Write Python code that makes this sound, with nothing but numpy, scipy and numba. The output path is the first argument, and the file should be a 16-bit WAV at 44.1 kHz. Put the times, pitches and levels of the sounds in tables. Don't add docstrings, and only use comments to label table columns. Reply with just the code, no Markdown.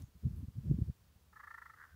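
import sys
import numpy as np
from scipy import signal
from scipy.fft import rfft, irfft, next_fast_len
from scipy.io import wavfile
from scipy.ndimage import uniform_filter1d
from numba import njit

SR = 44100
rng = np.random.default_rng(int(sys.argv[2]) if len(sys.argv) > 2 else 0)


def to_wav(s):
    ch = np.atleast_2d(s).T
    pcm = np.round(np.clip(ch, -1, 1) * 32767)
    wavfile.write(sys.argv[1], SR, pcm.astype(np.int16))


N = 85995
PULSE_SCATTER_DB = 2

# (middle [s], length [s], level [dB], pulse rate [Hz], throat tuning [ratio])
SYLLABLES = [(1.3351, 0.023, -59, 410.4, .97), (1.3690, 0.03, -51, 426.5, 0.98),
             (1.4039, .027, -49, 438, 0.97), (1.4410, .026, -48.5, 447, 0.977),
             (1.4781, .020, -45.5, 443.6, 0.995), (1.5117, .019, -44.5, 457.7, 1.005),
             (1.5469, .018, -43.5, 455.7, 1.01), (1.584, .021, -46, 456.5, 1.0),
             (1.623, .019, -46, 436, 0.992), (1.662, 0.021, -48.5, 440, 1.03),
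             (1.7027, 0.024, -50, 450, 1.03), (1.741, 0.018, -54, 430, 1.02)]
# (frequency [Hz], width [Hz], level [dB],
# gain over a syllable [dB], gain with effort [dB per dB], climb over a syllable [share])
THROAT_RINGS = [(1335, 244, -3, -5, 1, 0.054), (1782, 91, 4.5, 6, 1.5, 0.03),
                (990, 240, -24.5, -6, -0.5, 0.068)]
# (frequency [Hz], level [dB])
BEAK_TONE = [(200, -42.5), (550, -13), (800, -6.5), (1050, 1), (1500, 0.5), (2020, -5), (2300, -18),
             (2800, -28), (6000, -35.5)]


def trill(t, pitch_rise=.18, usual_db=-48):
    out = np.zeros(N)
    for middle, length, db, pulse_hz, tuning in SYLLABLES:
        near = np.abs(t - middle) < length
        along = np.clip((t[near] - middle) / length, -.5, .5)
        swell = np.abs(np.cos(np.pi * along)) ** 1.3
        buzz = swell * membrane_pulses(pulse_hz * (1 + pitch_rise * along))
        voice = 0
        for hz, width, ring_db, late_db, effort_db, climb in THROAT_RINGS:
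            ring = resonate(buzz, hz * tuning * (1 + climb * along), float(width))
            voice = voice + ring * undb(ring_db + late_db * along + effort_db * (db - usual_db))
        out[near] += undb(db) * steady(voice, span_s=.0015) * swell
    return colour(out, BEAK_TONE)


def membrane_pulses(hz, jitter=.10, max_pulses=100):
    spacing, strength = rng.standard_normal((max_pulses, 2)).T
    due = np.cumsum(np.exp(jitter * spacing))
    cycles = np.cumsum(hz) / SR
    heard = due < cycles[-1]
    out = np.zeros(len(hz))
    out[np.searchsorted(cycles, due[heard])] = undb(PULSE_SCATTER_DB * strength[heard])
    return out


THROB_HZ, THROB_ORIGIN_S = 76.6, 1.5
# (place in the throb [share], level [dB])
THROB_CLICKS = [(0, 1), (0.288, 1), (0.628, -8)]
# (time [s], level [dB])
RATTLE_LEVEL = [(1.762, -65), (1.772, -51), (1.79, -52.5), (1.812, -45.5), (1.828, -47), (1.842, -47.5),
                (1.854, -51), (1.866, -59.5), (1.90, -58.5), (1.95, -73)]
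# (frequency [Hz], level [dB])
RATTLE_TONE = [(300, -14), (800, 0.5), (1400, -1.5), (1900, 1.5), (2150, -3), (2400, -9), (4000, -23)]


def rattle(t, click_hz=1527, fall_hz_per_s=305000, click_fade_s=.00085, jitter_s=.00029):
    creak = np.zeros(N)
    first_throb = np.floor((RATTLE_LEVEL[0][0] - THROB_ORIGIN_S) * THROB_HZ)
    for throb in np.arange(first_throb, (t[-1] - THROB_ORIGIN_S) * THROB_HZ):
        for place, db in THROB_CLICKS:
            late, sharp, loud = rng.standard_normal(3)
            age = t - THROB_ORIGIN_S - (throb + place) / THROB_HZ - jitter_s * late
            near = np.abs(age) < 10 * click_fade_s
            age = age[near]
            cycles = click_hz * (1 + .04 * sharp) * age - fall_hz_per_s * age ** 2 / 2
            swell = np.exp(-(age / click_fade_s) ** 2)
            creak[near] += undb(db + PULSE_SCATTER_DB * loud) * swell * np.sin(2 * np.pi * cycles)
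    return colour(creak, RATTLE_TONE) * curve(RATTLE_LEVEL)


def whistle(t, middle_s=1.927, length_s=.037, middle_hz=1554, sag_hz_per_s=800):
    age = t - middle_s
    hz = middle_hz - sag_hz_per_s * age
    throb = 1 + .61 * np.cos(2 * np.pi * THROB_HZ * (t - THROB_ORIGIN_S))
    swell = np.exp(-(2 * age / length_s) ** 2)
    return undb(-66) * throb * swell * np.sin(2 * np.pi * np.cumsum(hz) / SR)


def ground_echo(call, t, delay_s=.0053):
    out = call
    for db, fade_s in ((-13, .11), (-19, .55)):
        tail = rng.standard_normal(N) * np.exp(-np.log(1000) * t / fade_s) * (t > delay_s)
        out = out + undb(db) * signal.fftconvolve(call, unit(tail) / np.sqrt(N))[:N]
    return out


# (time [s], level [dB])
GUST_LEVEL = [(0, -40.5), (.043, -56), (.065, -68.5), (.09, -54), (.118, -105), (.158, -53.5), (.21, -75),
              (.238, -37), (.265, -34), (.30, -44), (.35, -43.5), (.45, -44), (.467, -69), (.485, -43),
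              (.53, -73.5), (.56, -44.5), (.595, -47), (.628, -54), (.66, -38.5), (.69, -37), (.713, -33.5),
              (.765, -41.5), (.825, -35.5), (.852, -53), (.872, -43.5), (.90, -34), (.94, -89.5),
              (1.02, -68.5), (1.3, -71.5), (1.89, -84.5), (1.95, -54)]
# (frequency [Hz], level [dB])
GUST_TONE = [(20, -33.5), (40, -16.5), (70, 7.5), (130, -4.5), (190, -8), (270, -20.5), (400, -34),
             (600, -44.5), (1200, -75)]
# (frequency [Hz], level [dB])
FLUTTER_TONE = [(80, -13), (200, 3), (310, -2), (420, -10), (600, -26), (800, -42), (1500, -64.5)]


def gusts():
    strength = curve(GUST_LEVEL)
    churn = steady(noise(GUST_TONE), span_s=.036) * strength
    flutter_gain = undb(-18.5) * strength.max() * (strength / strength.max()) ** 1.44
    return churn + steady(noise(FLUTTER_TONE), span_s=.008) * flutter_gain


# (time [s], peak level [dB], pitch [Hz], rise and fall time [s])
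THUMPS = [(.040, -38.5, 100, 0.0044), (0.261, -25.5, 129.3, 0.009), (.266, -35, 214, 0.0075),
          (0.433, -44, 249, 0.0057), (.588, -30, 118, 0.0057), (0.71, -21, 140.4, 0.0091),
          (.714, -26.5, 266, .0025), (.746, -30, 181, 0.0065), (0.789, -30, 244, 0.0037),
          (0.821, -24, 117, 0.0046), (.896, -27, 137.3, 0.0063), (1.007, -58, 83, 0.004),
          (1.162, -55.5, 108, 0.0048)]


def wind_thumps(t):
    out = np.zeros(N)
    for at, db, hz, fade_s in THUMPS:
        swell = np.exp(-np.abs((t - at) / fade_s) ** 1.46)
        out += undb(db) * swell * np.cos(2 * np.pi * (hz * (t - at) + rng.random()))
    return out


# (start [s], level [dB], frequency [Hz], width [Hz], fade time [s])
RUSTLES = [(.0215, -55.5, 10600, 2500, 0.001), (.0215, -58.5, 6200, 1100, .0012),
           (0.04, -75, 6540, 1200, 0.027), (0.36, -73, 11200, 3500, 0.037)]


def rustles(t):
    out = np.zeros(N)
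    for start, db, hz, width, fade_s in RUSTLES:
        band = rng.standard_normal(N)
        for _ in range(2):
            band = resonate(band, np.full(N, float(hz)), float(width))
        fade = (t >= start) * np.exp(-np.abs(t - start) / fade_s)
        out += undb(db) * unit(band) * fade
    return out


# (frequency [Hz], level [dB])
RUMBLE_TONE = [(20, -18), (45, -7), (75, 1), (110, -7.5), (160, -13), (220, -22.5), (500, -23.5),
               (1200, -82.5)]


def rumble():
    return undb(-71) * steady(noise(RUMBLE_TONE), span_s=.038)


# (frequency [Hz], level [dB])
HISS_TONE = [(100, -6), (500, 3.5), (1100, 5), (2200, -0.5), (4500, -1), (6500, -3), (9000, -5),
             (12000, -4.5), (15500, -1)]
# (time [s], level [dB])
HISS_LEVEL = [(0, -66), (.05, -73.5), (.11, -75), (.26, -71.5), (.40, -72), (.52, -73.5), (.68, -71),
              (.86, -71.5), (.97, -74), (1.3, -74.5), (1.95, -74)]


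def hiss(call):
    call_strength = np.sqrt(np.abs(uniform_filter1d(call ** 2, size=400)))
    swell = undb(-45.5) * call_strength ** .52
    return noise(HISS_TONE) * np.hypot(curve(HISS_LEVEL), swell)


def undb(db):
    return 10 ** (np.asarray(db) / 20)


def unit(x):
    return x / np.sqrt(np.mean(x ** 2) + 1e-24)


def curve(rows):
    return undb(np.interp(np.arange(N) / SR, *np.array(rows).T))


def colour(x, points):
    hz, db = np.array(points).T
    size = 2 * next_fast_len(N)
    log_hz = np.log(np.maximum(np.fft.rfftfreq(size, 1 / SR), 1))
    gain = undb(np.interp(log_hz, np.log(hz), db))
    cepstrum = irfft(np.log(gain))
    cepstrum[1:size // 2] *= 2
    cepstrum[size // 2 + 1:] = 0
    return irfft(rfft(x, size) * np.exp(rfft(cepstrum)))[:N]


def noise(tone):
    return unit(colour(rng.standard_normal(N), tone))


def steady(x, span_s):
    span = max(int(span_s * SR), 2)
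    power = uniform_filter1d(uniform_filter1d(x ** 2, span), span)
    return x / np.sqrt(np.abs(power) + 1e-18)


@njit
def resonate(x, hz, width):
    out, band_state, low_state = np.empty(len(x)), 0., 0.
    for i in range(len(x)):
        step = np.tan(np.pi * min(hz[i], .45 * SR) / SR)
        damping = width / hz[i]
        band = (band_state + step * (x[i] - low_state)) / (1 + step * (step + damping))
        band_state = 2 * band - band_state
        low_state += 2 * step * band
        out[i] = damping * band
    return out


def scene():
    t = np.arange(N) / SR
    call = ground_echo(trill(t) + rattle(t) + whistle(t), t)
    return (call + hiss(call) + gusts() + wind_thumps(t) + rumble() + rustles(t))[None]


def record(dry, low_cut_hz=30, high_cut_hz=15650):
    bass_cut = signal.butter(2, low_cut_hz, "high", fs=SR, output="sos")
    treble_cut = signal.ellip(10, .2, 70, high_cut_hz, fs=SR, output="sos")
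    return signal.sosfilt(treble_cut, signal.sosfilt(bass_cut, dry))


dry = scene()
out = record(dry)
to_wav(out)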